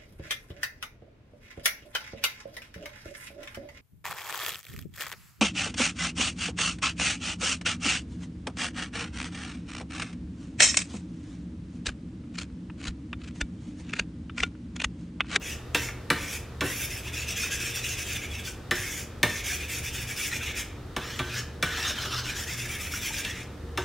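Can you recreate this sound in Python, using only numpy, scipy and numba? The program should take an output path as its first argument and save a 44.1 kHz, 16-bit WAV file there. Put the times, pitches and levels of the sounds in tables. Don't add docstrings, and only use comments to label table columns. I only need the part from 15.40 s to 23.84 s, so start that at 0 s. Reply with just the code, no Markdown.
import sys
import numpy as np
from scipy import signal
from scipy.fft import rfft, irfft, next_fast_len
from scipy.io import wavfile
from scipy.ndimage import uniform_filter1d, map_coordinates
from numba import njit

SR = 44100
rng = np.random.default_rng(int(sys.argv[2]) if len(sys.argv) > 2 else 0)


def persist_wave(psi):
    counts = np.round(np.clip(psi, -1, 1) * 32767).astype(np.int16)
    wavfile.write(sys.argv[1], SR, np.atleast_2d(counts).T)


N = 372204
TIME = np.arange(N) / SR


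def undb(db):
    return 10 ** (np.asarray(db) / 20)


def unit(x):
    return x / np.sqrt(np.mean(x ** 2) + 1e-20)


def add(track, start_s, sound):
    i = max(int(start_s * SR), 0)
    track[i:i + len(sound)] += sound[:max(N - i, 0)]


def band(x, low_hz, high_hz, order=3):
    sos = signal.butter(order, [low_hz, min(high_hz, SR / 2 - 500)], "band", fs=SR, output="sos")
    return signal.sosfilt(sos, x)


def colour(x, points):
    hz, db = np.transpose(points)
    size = next_fast_len(len(x))
    bins_hz = np.fft.rfftfreq(size, 1 / SR)
    gain = undb(np.interp(np.log(bins_hz + 1), np.log(hz), db))
    return irfft(rfft(x, size) * gain, size)[:len(x)]


def walk(rate_hz):
    steps = rng.standard_normal(4096)
    path = np.interp(TIME * rate_hz, np.arange(len(steps)), steps)
    return unit(uniform_filter1d(path, int(SR / rate_hz / 2) + 1))


@njit
def resonance(x, centre_hz, width_hz):
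    y, b, l = np.empty(len(x)), 0., 0.
    for i in range(len(x)):
        g, k = np.tan(np.pi * centre_hz[i] / SR), width_hz / centre_hz[i]
        v = (b + g * (x[i] - l)) / (1 + g * (g + k))
        b, l, y[i] = 2 * v - b, l + 2 * g * v, k * v
    return y


# (low edge [Hz], high edge [Hz])
ZONES = [(90, 500), (500, 1300), (1300, 2200), (2200, 4200), (4200, 16000)]
# (frequency [Hz], level [dB], T60 [s])
PLATE_MODES = [(118.5, -10.5, 0.16), (170.8, -6.5, 0.19), (287.4, -17.5, 0.26), (368, -12.5, 0.2),
               (434, -19, 0.058), (622, -4, 0.07), (943, -9, 0.14), (1171, 1.5, 0.11), (1399, -3, 0.15),
               (1525, 2, 0.27), (1702, 7.5, 0.047), (1785, 12, 0.072), (1850, -6, .07), (2339, 3.5, 0.053),
               (2480, -36, .08), (2710, 5, 0.028), (3340, -6, 0.14), (3496, 6, 0.018), (4150, -8, 0.017),
               (5390, 6.5, 0.082), (6300, 19, 0.0088), (7730, 18, 0.0063), (9600, 13, 0.013)]


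def landing(thump_lag_s, thump_hz, ring_hz, levels_db):
    chatter_s, snap, crack_db = 0.0066, 3.0, -1
    crack_t60_s, tick_t60_s = 0.16, 0.26
    t = np.arange(SR // 2) / SR
    hz, db, t60_s = np.transpose(PLATE_MODES)[:, :, None]
    db = db + 10 * np.exp(-(np.log(hz / thump_hz) / 0.19) ** 2)
    db = db + 8 * np.exp(-(np.log(hz / ring_hz) / 0.03) ** 2)
    hz = hz * (1 + 0.01 * rng.standard_normal(hz.shape))
    tones = np.sin(2 * np.pi * (hz * t + rng.random(hz.shape)))
    modes = np.sum(undb(db) * 1000 ** (-t / t60_s) * tones, axis=0)
    contact = rng.standard_normal(len(t)) ** 3 * np.exp(-t / chatter_s)
    contact[0] = 0.96 * np.sqrt(np.sum(contact ** 2))
    ring = signal.fftconvolve(contact, modes)[:len(t)]
    attack = slice(0, SR * 3 // 100)
    out = 0
    fades_s = np.geomspace(crack_t60_s, tick_t60_s, len(ZONES))
    for (low_hz, high_hz), zone_db, fade_s in zip(ZONES, levels_db, fades_s):
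        lag_s = max(thump_lag_s, 1e-4) / (1 + (low_hz / 560) ** 4)
        swell = 1 - np.exp(-(t / lag_s) ** 2)
        tone = band(ring * swell, low_hz, high_hz, order=4)
        decay = 1000 ** (-t / fade_s) + snap * np.exp(-t / chatter_s)
        crack = band(rng.standard_normal(len(t)) * swell * decay, low_hz, high_hz)
        crack = signal.lfilter([1], [1, -.6], crack)
        crack_gain = undb(crack_db) * (high_hz / 1800) ** 0.075
        zone = tone / np.std(tone[attack]) + crack_gain * crack / np.std(crack[attack])
        out = out + undb(zone_db) * zone / np.std(zone[attack])
    return out


# (time [s], relative level [dB], hardness [dB per zone upwards], thump lag [s],
# thump [Hz], ring [Hz], boost of the ring's zone [dB])
LANDINGS = [(0.3465, -29.5, 0.6, 0.0025, 277, 2680, 3), (0.4866, -48, -1, 0.00073, 120, 2160, 6.5),
            (0.702, -27, -0.6, 0.0045, 277, 1700, 3.5), (1.2081, -32, -1.4, 0.02, 290, 1470, 0),
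            (3.31, -31, 0, 0.0049, 410, 1750, 7), (3.83, -25, 0.16, 0.0038, 355, 1800, 4.5),
            (5.564, -35, -1.2, 0.0032, 475, 1225, 2), (5.7915, -35.5, -2.4, 0.014, 125, 2300, 3),
            (6.226, -30.5, 0.5, 0.0041, 127, 1680, 2), (6.652, -48, -3, 0.0033, 403, 1250, 1),
            (7.849, -50, 5.5, 0.001, 360, 2250, 8.5), (8.3747, -34.5, -1, 0.0065, 370, 940, 3)]
ZONE_DB = [-2, -2, -1.5, 1, -5.5]


def clacks():
    out = np.zeros(N)
    low_hz, high_hz = np.transpose(ZONES)
    upwards = np.arange(len(ZONES)) - 2
    for start_s, db, hardness_db, thump_lag_s, thump_hz, ring_hz, ring_db in LANDINGS:
        ring_zone = (low_hz <= ring_hz) & (ring_hz < high_hz)
        levels_db = db + np.array(ZONE_DB) + hardness_db * upwards + ring_db * ring_zone
        add(out, start_s, undb(-0.1) * landing(thump_lag_s, thump_hz, ring_hz, levels_db))
    return out


# (start [s], end [s], level [dB], swell start to end [dB], hiss against level [dB])
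DRAGS = [(0.003, 0.116, -40, 4, -3.5), (0.349, 0.464, -42, 1, 1), (0.727, 0.965, -40.5, 4, -5),
         (1.23, 1.44, -37.5, -5, -2), (3.342, 3.614, -39, -9.5, -0.5), (3.843, 3.95, -42, 5, -3),
         (5.597, 5.8, -40.5, -2, -7), (5.82, 5.992, -40, 15.5, -7), (6.23, 6.509, -33, 3.5, -7),
         (6.552, 6.669, -33.5, 2.5, -6), (6.697, 6.792, -33, 4, -6.5), (8.382, 8.45, -41.5, -8, -5.5)]
# (first stroke [s], last stroke [s], strokes [count],
# limp [share of contact time lost and gained in turn])
BOUTS = [(1.431, 3.069, 15, 0.32), (3.978, 5.182, 11, 0.35), (6.881, 7.987, 11, 0.06)]
# (time [s], level [dB], hiss against level [dB])
EFFORT = [
    [(1.42, -39, 1), (1.66, -41.5, -5), (1.8, -36, -4), (2.03, -35, -2), (2.35, -35.5, -1.5),
     (2.48, -35.5, -0.5), (2.7, -35.5, -1.5), (2.84, -39, -6.5), (2.96, -43.5, -3.5), (3.08, -42, 2)],
    [(3.97, -38.5, -5), (4.1, -33, -2.5), (4.22, -38, -5.5), (4.34, -38, -1), (4.7, -39, -2),
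     (4.83, -34.5, 1), (5.06, -36.5, -8), (5.19, -34.5, -2)],
    [(6.88, -35.5, -4), (7, -37.5, 1), (7.1, -38.5, 0.5), (7.22, -39, -2.5), (7.33, -37, -4),
     (7.45, -39, -2.5), (7.77, -35, -2), (7.88, -38, -6.5), (8, -42.5, -6.5)],
]
STROKE_CONTACT_S, STROKE_SCATTER_DB = 0.078, 0.64
DRAG_BRIGHTENS_DB_PER_S = 26.5


def strokes():
    rows = [(*drag, DRAG_BRIGHTENS_DB_PER_S) for drag in DRAGS]
    for (first_s, last_s, count, limp), effort in zip(BOUTS, EFFORT):
        when_s, db, hiss_db = np.transpose(effort)
        for k, centre_s in enumerate(np.linspace(first_s, last_s, round(count))):
            half_s = STROKE_CONTACT_S / 2 * (1 - limp * (-1) ** k)
            level_db = np.interp(centre_s, when_s, db) + STROKE_SCATTER_DB * rng.standard_normal()
            stroke_hiss_db = np.interp(centre_s, when_s, hiss_db)
            rows.append((centre_s - half_s, centre_s + half_s, level_db, 0, stroke_hiss_db, 0))
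    return rows


# (time [s], level against hiss [dB])
EDGE = [(0, -7), (0.4, -6.5), (1.45, -2), (1.8, -7.5), (3.4, -5.5), (4.6, -4.5), (5.7, -9), (6.75, -11.5),
        (7.5, -2), (8.4, -15.5)]
BITE_S, RELEASE_S, HISS_RELEASE_S = 0.028, 0.02, 0.023
ARCH_DB = 1.0
TRAIL_DB = -9


def pressure():
    body, hiss = np.zeros((2, N))
    t = np.arange(SR // 2) / SR
    for start_s, end_s, db, swell_db, hiss_db, brightens_db_per_s in strokes():
        length_s = max(end_s - start_s, .01) + BITE_S / 2
        done, after_s = np.minimum(t / length_s, 1), np.maximum(t - length_s, 0)
        level_db = db + swell_db * (done - .5) + ARCH_DB * (np.sin(np.pi * done) - 0.98)
        shape = np.clip(t / BITE_S, 0, 1) * undb(level_db)
        bright = undb(hiss_db + brightens_db_per_s * length_s * (done - .5))
        add(body, start_s - BITE_S / 2, (shape * np.exp(-after_s / RELEASE_S)) ** 2)
        add(hiss, start_s - BITE_S / 2, (shape * bright * np.exp(-after_s / HISS_RELEASE_S)) ** 2)
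    for when_s, db, _ in map(np.transpose, EFFORT):
        inside = (TIME > when_s[0]) * (TIME < when_s[-1])
        body += undb(np.interp(TIME, when_s, db) + TRAIL_DB) ** 2 * inside
    edge_gain = undb(np.interp(TIME, *np.transpose(EDGE)))
    return np.sqrt(body), np.sqrt(hiss), np.sqrt(hiss) * edge_gain


# (time [s], flat share [0 = on its tips, 1 = flat on the glaze])
FLAT = [(0, 0.064), (5.3, 0.14), (5.55, 0.63), (6.25, 0.51), (6.78, 1), (6.98, 0.39), (7.2, 0.16)]


def flatness():
    return np.clip(np.interp(TIME, *np.transpose(FLAT)), 0, 1)


HOLLOW_TIPS_HZ, HOLLOW_FLAT_HZ, HOLLOW_LAG_S = 2607, 1280, 0.12
HOLLOW_SAG, HOLLOW_RECOVERY_S = 0.4, 0.12


def hollow_pitch():
    keep = np.exp(-1 / (HOLLOW_LAG_S * SR))
    flat = signal.lfilter([1 - keep], [1, -keep], flatness())
    sag = np.zeros(N)
    for start_s, *_ in LANDINGS:
        i = int(start_s * SR)
        sag[i:] = HOLLOW_SAG * np.exp(-TIME[:N - i] / HOLLOW_RECOVERY_S)
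    return (1 - flat) * HOLLOW_TIPS_HZ * (1 - sag) + flat * HOLLOW_FLAT_HZ


def travel(x, hollow_hz):
    patchy_db, patch_hz, patch_s, glide, size = 4.5, 170, .03, .15, 512
    hz, frame_s, frames = signal.stft(x, SR, nperseg=size, noverlap=size * 3 // 4)
    slide_hz = glide * np.interp(frame_s, TIME, hollow_hz)
    place = (hz[:, None] - slide_hz) / patch_hz
    patches = rng.standard_normal((256, 1024))
    feed = map_coordinates(patches, [place, frame_s / patch_s + 0 * place], order=3, mode="mirror")
    return signal.istft(frames * undb(patchy_db * feed), SR, nperseg=size, noverlap=size * 3 // 4)[1][:N]


# (frequency [Hz], relative level [dB])
TIPS_COLOUR = [(300, -33), (950, -29), (1300, -11.5), (1650, 2), (2100, 0), (2580, 5.5), (3050, -3.5),
               (3480, 3.5), (4100, -11), (4750, -15), (5400, -8), (6800, -9), (8700, -16.5), (10000, -21.5),
               (12000, -23.5), (15000, -26)]
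# (frequency [Hz], relative level [dB])
FLAT_COLOUR = [(300, -15), (900, -13.5), (1380, -2), (1900, -14), (2550, -11), (3050, -2), (3650, -5),
               (4600, -5.5), (5500, -1.5), (7000, -11.5), (9000, -19.5), (15000, -25)]
SLIPS_PER_S, SLIP_SIZE_DB, JUDDER_DB = 9000, 0.9, 1.27
HOLLOW_DB, HOLLOW_WIDTH_HZ = -2, 130
HOLLOW_FLAT_CHANGE_DB = -5


def scrape(gains):
    hollow_hz, flat = hollow_pitch(), flatness()
    happens = rng.random(N) < SLIPS_PER_S / SR
    slips = happens * rng.choice([-1, 1], N) * undb(SLIP_SIZE_DB * rng.exponential(size=N))
    slips = travel(slips * undb(JUDDER_DB * walk(90)), hollow_hz)
    tips, back = colour(slips, TIPS_COLOUR), colour(slips, FLAT_COLOUR)
    layers = []
    for low_hz, high_hz in [(200, 4400), (4400, 9000), (9000, 16500)]:
        window = [(low_hz * .95, -60), (low_hz, 0), (high_hz * .97, 0), (high_hz * 1.02, -60)]
        layers.append((1 - flat) * unit(colour(tips, window)) + flat * unit(colour(back, window)))
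    body, hiss, edge = layers
    hollow = resonance(rng.standard_normal(N), hollow_hz * undb(.4 * walk(25)), float(HOLLOW_WIDTH_HZ))
    hollow = unit(band(hollow, 1100, 4700))
    body = unit(body + undb(HOLLOW_DB + HOLLOW_FLAT_CHANGE_DB * flat) * hollow)
    return gains[0] * body + gains[1] * hiss + gains[2] * edge


def bubble(hz, cycles, glide=0.119):
    t = np.arange(int(5 * cycles / hz * SR)) / SR
    age = t * hz / cycles
    return np.sin(2 * np.pi * hz * t * (1 + glide * age / 5)) * np.exp(-age) * (1 - np.exp(-hz * t))


# (time [s], frequency [Hz], level [dB])
PLOPS = [(0.487, 2130, -22), (1.667, 960, -41), (2.036, 1380, -29.5), (6.649, 368, -32), (7.537, 1382, -26),
         (7.705, 860, -33.5)]


def egg(stir):
    count, low_hz, high_hz, squelch_db, size_db = 420, 500, 3600, -8, 4
    out = np.zeros(N)
    for when, pitch, size in rng.random((count, 3)):
        level_db = squelch_db - size_db * np.log(1 - .97 * size) - 10 * (1 - pitch)
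        gain = stir[int(when * N)] * undb(level_db)
        add(out, when * N / SR, gain * bubble(low_hz * (high_hz / low_hz) ** pitch, cycles=7.6))
    for start_s, hz, db in PLOPS:
        add(out, start_s, undb(db) * bubble(hz, cycles=7.8))
    return out


def surroundings():
    t = np.arange(SR * 2 // 3) / SR
    early = rng.standard_normal(len(t)) * np.exp(-t / .012) * (t > .001)
    return early / np.sqrt(np.sum(early ** 2))


ROOM_T60_S, ROOM_TREBLE_T60_S, ROOM_DB = 0.52, 0.3, -9


def echoes(onset_s):
    t = np.arange(SR * 2 // 3) / SR
    noise = rng.standard_normal(len(t))
    low = colour(noise, [(2500, 0), (5000, -6), (12000, -30)])
    tail = low * 1000 ** (-t / ROOM_T60_S) + (noise - low) * 1000 ** (-t / ROOM_TREBLE_T60_S)
    tail *= np.clip(t / onset_s - 1, 0, 1)
    return tail / np.sqrt(np.sum(tail ** 2))


# (frequency [Hz], relative level [dB])
KITCHEN = [(13, -52.5), (22, -20.5), (49, -2), (97, -4.5), (179, -11.5), (496, -16.5), (585, -20.5),
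           (1040, -25.5), (1130, -24.5), (1270, -22), (1670, -28.5), (1810, -25.5), (2200, -33.5),
           (3610, -34.5), (16000, -52.5)]
# (frequency [Hz], width [Hz], level [dB])
DRONE = [(75.3, 12, -45.5), (94.7, 22, -51), (121.7, 5, -47.5), (179.5, 14, -61.5), (229, 14, -58),
         (297.6, 18, -57.5), (367, 19, -58), (467, 4.1, -59), (3720, 33, -72.5)]
# (frequency [Hz], side gain before the side trim [dB])
KITCHEN_SPREAD = [(60, -53), (110, -34), (200, -15), (380, -10.5), (700, -9), (1290, -12), (2380, -10),
                  (4400, -5.5), (8120, -4), (15000, -5)]


def kitchen():
    air_db, side_trim_db = -42, 1
    mid, side = (undb(air_db) * unit(colour(rng.standard_normal(N), KITCHEN)) for _ in range(2))
    for hz, width_hz, db in DRONE:
        turn = 2 * np.pi * hz * TIME
        tone = walk(width_hz) * np.sin(turn) + (1 + walk(width_hz)) * np.cos(turn)
        mid += undb(db) * unit(tone)
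    return mid + undb(side_trim_db) * colour(side, KITCHEN_SPREAD) * np.array([[1], [-1]])


# (frequency [Hz], side gain [dB])
SPREAD = [(100, -42), (350, -27), (700, -29), (1400, -53), (2400, -35), (3400, -21), (4500, -20),
          (6000, -10), (8000, -7.5), (11000, -3.5), (14000, -1.5)]


def scene():
    near_db, landing_side_db = -2, -23
    gains = pressure()
    knocks = clacks()
    struck = knocks + egg(gains[0])
    direct = struck + scrape(gains)
    mid = direct + undb(ROOM_DB) * signal.fftconvolve(direct, echoes(onset_s=0.0041))[:N]
    sideways = struck + scrape(gains)
    reflections = echoes(onset_s=0.00058) + undb(near_db) * surroundings()
    side = colour(signal.fftconvolve(sideways, reflections)[:N], SPREAD)
    landing_side = band(signal.fftconvolve(knocks, surroundings())[:N], 900, 3000)
    side = side + undb(landing_side_db) * landing_side
    return mid + side * np.array([[1], [-1]]) + kitchen()


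def record(dry):
    top_hz = 15700
    return signal.sosfilt(signal.ellip(8, .2, 70, top_hz, fs=SR, output="sos"), dry)


dry = scene()
out = record(dry)
persist_wave(out)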